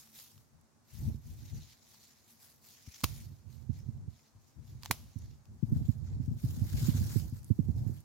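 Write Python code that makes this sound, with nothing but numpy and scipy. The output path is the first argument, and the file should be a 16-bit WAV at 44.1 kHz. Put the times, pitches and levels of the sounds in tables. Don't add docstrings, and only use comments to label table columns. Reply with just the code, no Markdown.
import sys
import numpy as np
from scipy import signal
from scipy.fft import rfft, irfft, next_fast_len
from scipy.io import wavfile
from scipy.ndimage import uniform_filter1d, map_coordinates

SR = 44100
rng = np.random.default_rng(int(sys.argv[2]) if len(sys.argv) > 2 else 0)


def master(y):
    cut = np.clip(np.atleast_2d(y).T, -1, 1)
    pcm = np.round(cut * 32767)
    wavfile.write(sys.argv[1], SR, pcm.astype(np.int16))


N = 354563
T = np.arange(N) / SR


def amp(db):
    return 10 ** (np.asarray(db) / 20)


def unit(x):
    return x / np.sqrt(np.mean(x ** 2) + 1e-20)


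def along(points, hz):
    point_hz, values = np.transpose(points)
    return np.interp(np.log(hz + 1), np.log(point_hz + 1), values)


def wobble(rate):
    knots = rng.standard_normal(int(N * rate / SR) + 4)
    return map_coordinates(knots, [T * rate])


def filtered(x, response):
    n = x.shape[-1]
    padded = next_fast_len(n + 8192)
    spectrum = rfft(x, padded) * response(np.fft.rfftfreq(padded, 1 / SR))
    return irfft(spectrum, padded)[..., :n]


def coloured(x, spectrum):
    return unit(filtered(x, lambda hz: amp(along(spectrum, hz))))


def stereo(pair, spectrum, alike):
    def mid_side_gains(hz):
        turn = np.arccos(np.clip(along(alike, hz), -1, 1)) / 2
        return np.array([np.cos(turn), np.sin(turn)])

    mid, side = filtered(pair, mid_side_gains)
    return coloured(np.array([mid + side, mid - side]), spectrum)


def panned(pan_db):
    left = 2 / (1 + amp(-np.atleast_1d(pan_db)))
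    return np.array([left, 2 - left])


def add(track, s, sound):
    part = track[:, round(s * SR):][:, :sound.shape[-1]]
    part += sound[..., :part.shape[-1]]


def swells(rows, attack_s, fall_db_per_s):
    power = 0
    for start_s, hold_s, *levels_db in rows:
        rise = (1 + np.tanh((T - start_s) / attack_s)) / 2
        fall = amp(-fall_db_per_s * np.maximum(T - start_s - hold_s, 0))
        power = power + np.outer(amp(levels_db), rise * fall) ** 2
    return np.sqrt(power)


def knock(t, hz, life):
    return np.sin(2 * np.pi * hz * t) * t / life * np.exp(1 - t / life)


def garden():
    # pitch_hz [Hz], relative level_db [dB]
    garden_colour = [(25, -13), (65, -7), (150, 7), (190, -8), (218, 10), (250, 0), (480, -8), (850, -6.5),
                     (1500, -12.5), (3100, -22), (6200, -15), (8500, -20), (15500, -29)]
    noise = rng.standard_normal((2, N))
    return amp(-69.5) * stereo(noise, garden_colour, [(300, 0.4), (3000, 0.06)])


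def friction(rate, spread_db, smooth):
    sizes = amp(spread_db * np.clip(rng.standard_normal(N), -2, 2))
    slips = (rng.random(N) < rate / SR) * sizes
    return unit(slips * rng.standard_normal((2, N))) + smooth * rng.standard_normal((2, N))


def patchy(pair, depth_db):
    z = signal.stft(pair, nperseg=256)[2]
    field = rng.standard_normal(z.shape[1:])
    field = uniform_filter1d(field, size=5, axis=0)
    field = uniform_filter1d(field, size=12, axis=1)
    return signal.istft(z * amp(depth_db * unit(field)), nperseg=256)[1][:, :N]


def rustle(gains, spectrum, alike, rub_db, leaf_db, flutter_db, crackle_db):
    # pitch_hz [Hz], relative level_db [dB]
    leaf_colour = [(150, -8), (500, -12.5), (1000, -7.5), (1700, -8.5), (2800, -8.5), (5000, -1.5),
                   (7000, -3), (8800, -4), (12300, 1.5), (14500, 0), (16000, -3.5)]
    crackle_colour = [(800, -21.5), (4000, -10.0), (7000, 3.5), (9000, -8.0), (15000, 1.0)]
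    rub_gain, leaf_gain = gains
    flutter = amp(flutter_db * (wobble(28) + wobble(110)))

    rub_grains = friction(rate=1300, spread_db=-0.5, smooth=1.0)
    rub = stereo(patchy(rub_grains, depth_db=2.5), spectrum, alike)
    leaf_grains = friction(rate=2700, spread_db=0.5, smooth=0.88)
    leaf = stereo(patchy(leaf_grains, depth_db=2.5), leaf_colour, alike)
    crackle_grains = friction(rate=65, spread_db=-1.5, smooth=0)
    crackle = amp(crackle_db) * stereo(crackle_grains, crackle_colour, alike)

    soft = amp(rub_db) * rub_gain * (rub + crackle)
    crisp = amp(leaf_db) * leaf_gain * leaf
    return flutter * (soft + crisp)


def foliage():
    # start_s [s], hold_s [s], relative rub_db [dB], relative leaf_db [dB]
    reach_rows = [(-0.05, 0.056, -64.5, -62), (0.145, 0.052, -63.5, -58.5), (0.88, 0.059, -70, -71.5),
                  (0.95, 0.1, -68, -65), (1.23, 0.29, -72, -71.5), (1.4, 0.29, -66.5, -72),
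                  (1.82, 0.21, -68.5, -71.5), (2.08, 0.16, -73.5, -77.5), (2.27, 0.034, -72.5, -68),
                  (2.42, 0.021, -70.5, -62.5), (2.64, 0.06, -69.5, -65), (2.68, 0.25, -67.5, -73.5),
                  (2.86, 0.15, -63.5, -69), (3.05, 0.098, -60.5, -60.5), (3.5, 0.016, -70, -71),
                  (3.72, 0.055, -70, -77.5), (3.87, 0.084, -81.5, -86.5), (4.1, 0.14, -74, -81),
                  (4.41, 0.061, -75.5, -79), (4.61, 0.11, -74.5, -79), (4.84, 0.046, -65.5, -73.5),
                  (5.05, 0.26, -74, -81.5)]
    drag_rows = [(5.48, 0.18, -83.5, -87.5), (5.66, 0.28, -73.5, -76.5), (6.03, 0.082, -70, -85),
                 (6.19, 0.072, -75.5, -80.5), (6.39, 0.31, -65, -64), (6.7, 0.48, -59, -57.5),
                 (6.79, 0.17, -56.5, -59), (7.27, 0.096, -72.5, -70.5), (7.46, 0.038, -77, -67),
                 (7.59, 0.38, -74.5, -75.5)]
    # pitch_hz [Hz], relative level_db [dB]
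    rub_colour = [(300, -21.5), (1200, -12.5), (2000, -4), (3000, -5), (4200, -0.5), (7000, 1), (8200, -16),
                  (16000, -27)]
    swish_colour = [(300, -3), (900, -8.5), (1500, -3), (3000, -5), (4800, -1), (6200, -2.5), (7100, 1),
                    (8300, -12.5), (16000, -30.5)]
    # pitch_hz [Hz], likeness [-1 to 1, no unit]
    reach_alike = [(300, 0.24), (1000, 0), (3100, 0.45), (7000, 0.14), (14000, 0)]
    drag_alike = [(300, 0.45), (1400, 0.12), (3100, -0.36), (6800, 0.29), (14000, 0.14)]
    brushes = swells(reach_rows, attack_s=0.033, fall_db_per_s=91.5)
    tugs = swells(drag_rows, attack_s=0.069, fall_db_per_s=146)
    reach = rustle(brushes, rub_colour, reach_alike,
                   rub_db=2.5, leaf_db=5.5, flutter_db=1.27, crackle_db=-19.5)
    drag = rustle(tugs, swish_colour, drag_alike,
                  rub_db=4.0, leaf_db=6.5, flutter_db=1.5, crackle_db=-9)
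    return reach + drag


def ticks(t60_s=0.0065, tail_db=-16, tail_t60_s=0.043, crack_gain_db=-5, high_gain_db=3):
    # start_s [s, before a short delay], relative crack_db [dB], relative high_db [dB]
    tick_rows = [(0.0729, -54.5, -64), (0.188, -42, -58.5), (0.378, -51.5, -71), (0.6117, -76, -66.5),
                 (0.906, -62, -64), (1.9433, -48.5, -67), (2.229, -69, -74), (3.0052, -45.5, -52),
                 (3.0116, -41, -54), (4.8238, -47, -55), (4.8325, -31.5, -61.5), (4.8454, -41, -53),
                 (4.852, -39, -47), (4.858, -27, -64), (5.1871, -76, -56), (5.4544, -53, -73),
                 (6.2593, -66, -60.5), (6.549, -52, -53.5), (7.297, -61, -56), (7.4305, -52.5, -59),
                 (7.444, -61, -50), (8.0038, -64, -55)]
    # pitch_hz [Hz], relative level_db [dB]
    fibre_colour = [(400, -22.5), (900, 2), (1600, -11.5), (3800, -3), (6500, -5), (9000, -18),
                    (15000, -13)]
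    spark_colour = [(3000, -26.5), (7000, 5.5), (11000, 4), (15500, -4.5)]
    out, t = np.zeros((2, N)), T[:SR // 16]
    fade = amp(-60 * t / t60_s) + amp(tail_db - 60 * t / tail_t60_s)
    for start_s, crack_db, high_db in tick_rows:
        crack = stereo(rng.standard_normal((2, len(t))), fibre_colour, [(1500, 0.83), (12000, 0.16)])
        high = coloured(rng.standard_normal((2, len(t))), spark_colour)
        tick = amp(crack_db + crack_gain_db) * crack + amp(high_db + high_gain_db) * high
        add(out, start_s + 0.00088, fade * tick)
    return out


def breeze(level_db=2.0, lump_db=2.5):
    # start_s [s, middle of the rise], hold_s [s], relative left_db [dB], relative right_db [dB]
    gust_rows = [(0.35, 0.037, -59.5, -61.5), (0.52, 0.037, -61, -67), (0.94, 0.04, -46.5, -68),
                 (1.0, 0.11, -39, -39), (1.24, 0.13, -48, -48), (1.42, 0.016, -50, -42),
                 (1.51, 0.068, -45.5, -45), (1.95, 0.39, -91, -92), (3.06, 0.25, -52, -44.5),
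                 (3.44, 0.22, -67, -45.5), (3.71, 0.34, -48.5, -45.5), (4.35, 0.017, -54.5, -60),
                 (4.57, 0.025, -45.5, -56), (4.68, 0.11, -52.5, -50), (4.86, 0.19, -52, -52),
                 (5.17, 0.14, -51, -46.5), (5.48, 0.077, -48, -52), (5.67, 0.15, -35.5, -37),
                 (5.92, 0.11, -49.5, -37.5), (6.07, 0.29, -42, -40.5), (6.44, 0.21, -38.5, -36.5),
                 (6.72, 0.35, -34.5, -34), (7.12, 0.14, -43.5, -35.5), (7.33, 0.49, -48.5, -51),
                 (7.59, 0.32, -42.5, -35)]
    # pitch_hz [Hz], relative level_db [dB]
    buffet_colour = [(20, -33), (40, -13.5), (62, -1), (100, 3), (150, -2.5), (190, -19), (222, -9.5),
                     (270, -22.5), (300, -21), (400, -31.5), (550, -37), (900, -42), (2000, -84.5)]
    lumps = amp(lump_db * np.array([wobble(30), wobble(30)]))
    flow = stereo(rng.standard_normal((2, N)), buffet_colour, [(100, 0.24)])
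    puffs = swells(gust_rows, attack_s=0.018, fall_db_per_s=163)
    strength = np.hypot(puffs, amp(-76.5))
    return amp(level_db) * strength * unit(lumps * flow)


def bumps(crest_s=0.01332, spread=0.46, droop=0.4522, overtone_db=-17, level_db=1,
          pop_hz=310, pop_delay_s=0.00474, pop_gain_db=8):
    # start_s [s], relative bump_db [dB], pitch_hz at the crest [Hz],
    # left_minus_right_db [dB], relative pop_db [dB]
    bump_rows = [(1.07, -27.5, 114.3, 10, -63), (1.139, -35, 96, -5, -57), (2.869, -42, 97.4, 6, -68),
                 (3.032, -27.5, 106.9, -33, -43), (3.688, -27.5, 120, -40, -54),
                 (3.879, -35, 128, -25, -65), (4.072, -36, 107, -26, -62.5), (4.897, -35, 116, -20, -47),
                 (5.153, -35, 117.4, -19, -68), (5.622, -25, 143, 27, -59), (5.715, -23.5, 126, -20, -52),
                 (5.754, -26.5, 118.7, 24, -61), (5.805, -31.5, 133, -20, -72),
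                 (5.881, -21, 126.5, -24, -53), (6.193, -30.5, 130.6, -38, -66),
                 (6.273, -29.5, 122, 21, -64), (6.307, -30, 127.4, 37, -56), (6.432, -28, 141, -23, -63),
                 (6.566, -34.5, 124.6, 17, -78), (6.611, -26.5, 111, -30, -67),
                 (6.733, -26.5, 102.5, 10, -66), (6.821, -28.5, 117.3, 13, -58),
                 (6.878, -22.5, 155.5, -40, -55), (6.941, -26, 109, -6, -59), (7.002, -25, 110, -28, -70),
                 (7.154, -24, 129, -37, -41), (7.319, -31.5, 115.6, 7, -62),
                 (7.499, -20.5, 120.7, -52, -43), (7.585, -24, 158.4, -24, -38),
                 (7.682, -25, 122, -30, -46.5), (7.755, -34.5, 108, 25, -69),
                 (7.859, -29.5, 114.2, -27, -68), (7.89, -33, 97.3, -32, -49)]
    out, t = np.zeros((2, N)), T[1:SR // 10]
    age = np.log(t / crest_s)
    since_pop = (t - pop_delay_s) / 0.002
    pop = np.sin(2 * np.pi * pop_hz * (t - pop_delay_s)) * np.exp(-(since_pop - 1) ** 2)
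    for start_s, bump_db, pitch_hz, pan_db, pop_db in bump_rows:
        sinking_hz = pitch_hz * np.exp(-droop * age)
        phase = 2 * np.pi * (np.cumsum(sinking_hz) / SR + rng.random())
        tone = np.sin(phase) + amp(overtone_db) * np.sin(2 * phase)
        swell = tone * np.exp(-(age / spread) ** 2 / 2)
        bump = amp(bump_db + level_db) * swell + amp(pop_db + pop_gain_db) * pop
        add(out, start_s, panned(pan_db) * bump)
    return out


def housing(x, ring_hz=238, width_hz=55, ring_db=3):
    def response(hz):
        damping = 1j * hz * width_hz
        return 1 + amp(ring_db) * damping / (ring_hz ** 2 - hz ** 2 + damping)

    return filtered(x, response)


def pruner_ring(after, resonances):
    ring = 0
    for hz, width_hz, level_db in resonances:
        strength = amp(level_db + rng.normal(0, 2.9))
        fade = np.exp(-np.pi * abs(width_hz) * after)
        phase = rng.uniform(0, 0.91, (2, 1))
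        ring = ring + strength * fade * np.sin(2 * np.pi * hz * after + phase)
    return ring


def snips(snap_delay_s=0.0015, scrape_db=-14, snap_t60_s=0.0073, rattle_db=-15, rattle_t60_s=0.052,
          scatter_db=-35, scatter_t60_s=0.53, ring_db=-5):
    # start_s [s], relative snap_db [dB], relative knock_db [dB], knock_hz [Hz],
    # relative thud_db [dB], ring_hz [Hz]
    snip_rows = [(3.0354, -17, -44, 1060, -31.5, 4670), (3.0403, -10, -24, 1145, -24.5, 4630),
                 (4.91, -8, -21, 928, -36, 6300)]
    # pitch_hz [Hz], width_hz [Hz], relative level_db [dB]
    pruner_modes = [(2800, 280, -17.5), (6730, 180, -9.5), (10080, 120, -11.5), (10700, 450, -4.5),
                    (11300, 320, -8.5), (15000, 180, -4)]
    # pitch_hz [Hz], relative level_db [dB]
    crack_colour = [(300, -2.5), (900, 3.5), (1750, -5.5), (2300, -0.5), (3800, 1), (6000, 2.5),
                    (8500, -5.5), (11000, 1), (16000, -3.5)]
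    out, t = np.zeros((2, N)), T[:SR // 2]
    after = np.maximum(t - snap_delay_s, 0)
    fade = amp(-60 * after / snap_t60_s)
    fade = fade + amp(rattle_db - 60 * after / rattle_t60_s)
    fade = fade + amp(scatter_db - 60 * after / scatter_t60_s)
    for start_s, snap_db, knock_db, knock_hz, thud_db, ring_hz in snip_rows:
        hollow = knock(t, knock_hz, life=0.00081)
        hollow = hollow - 1.67 * knock(after, 2.38 * knock_hz, life=0.00023)
        thud = panned(-13) * knock(t, 239, life=0.0011)
        stem = amp(knock_db) * hollow + amp(thud_db) * thud

        noise = rng.standard_normal((2, len(t)))
        noise = stereo(noise, crack_colour, [(1500, 0.35), (5000, 0.22), (12000, 0.08)])
        scrape = amp(scrape_db) * noise * (t < snap_delay_s)
        ring = pruner_ring(after, [(ring_hz, 420, 3), *pruner_modes])
        onset = 1 - np.exp(-after / 0.00042)
        snap = (noise * fade + amp(ring_db) * ring) * onset
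        add(out, start_s, stem + amp(snap_db - 8) * (scrape + snap))
    return out


def scene():
    return garden() + foliage() + ticks() + breeze() + housing(bumps()) + snips()


def record(dry, low_cut_hz=44, top_hz=16050):
    return filtered(dry, lambda hz: (hz < top_hz) / np.sqrt(1 + (low_cut_hz / (hz + 1)) ** 6))


dry = scene()
out = record(dry)
master(out)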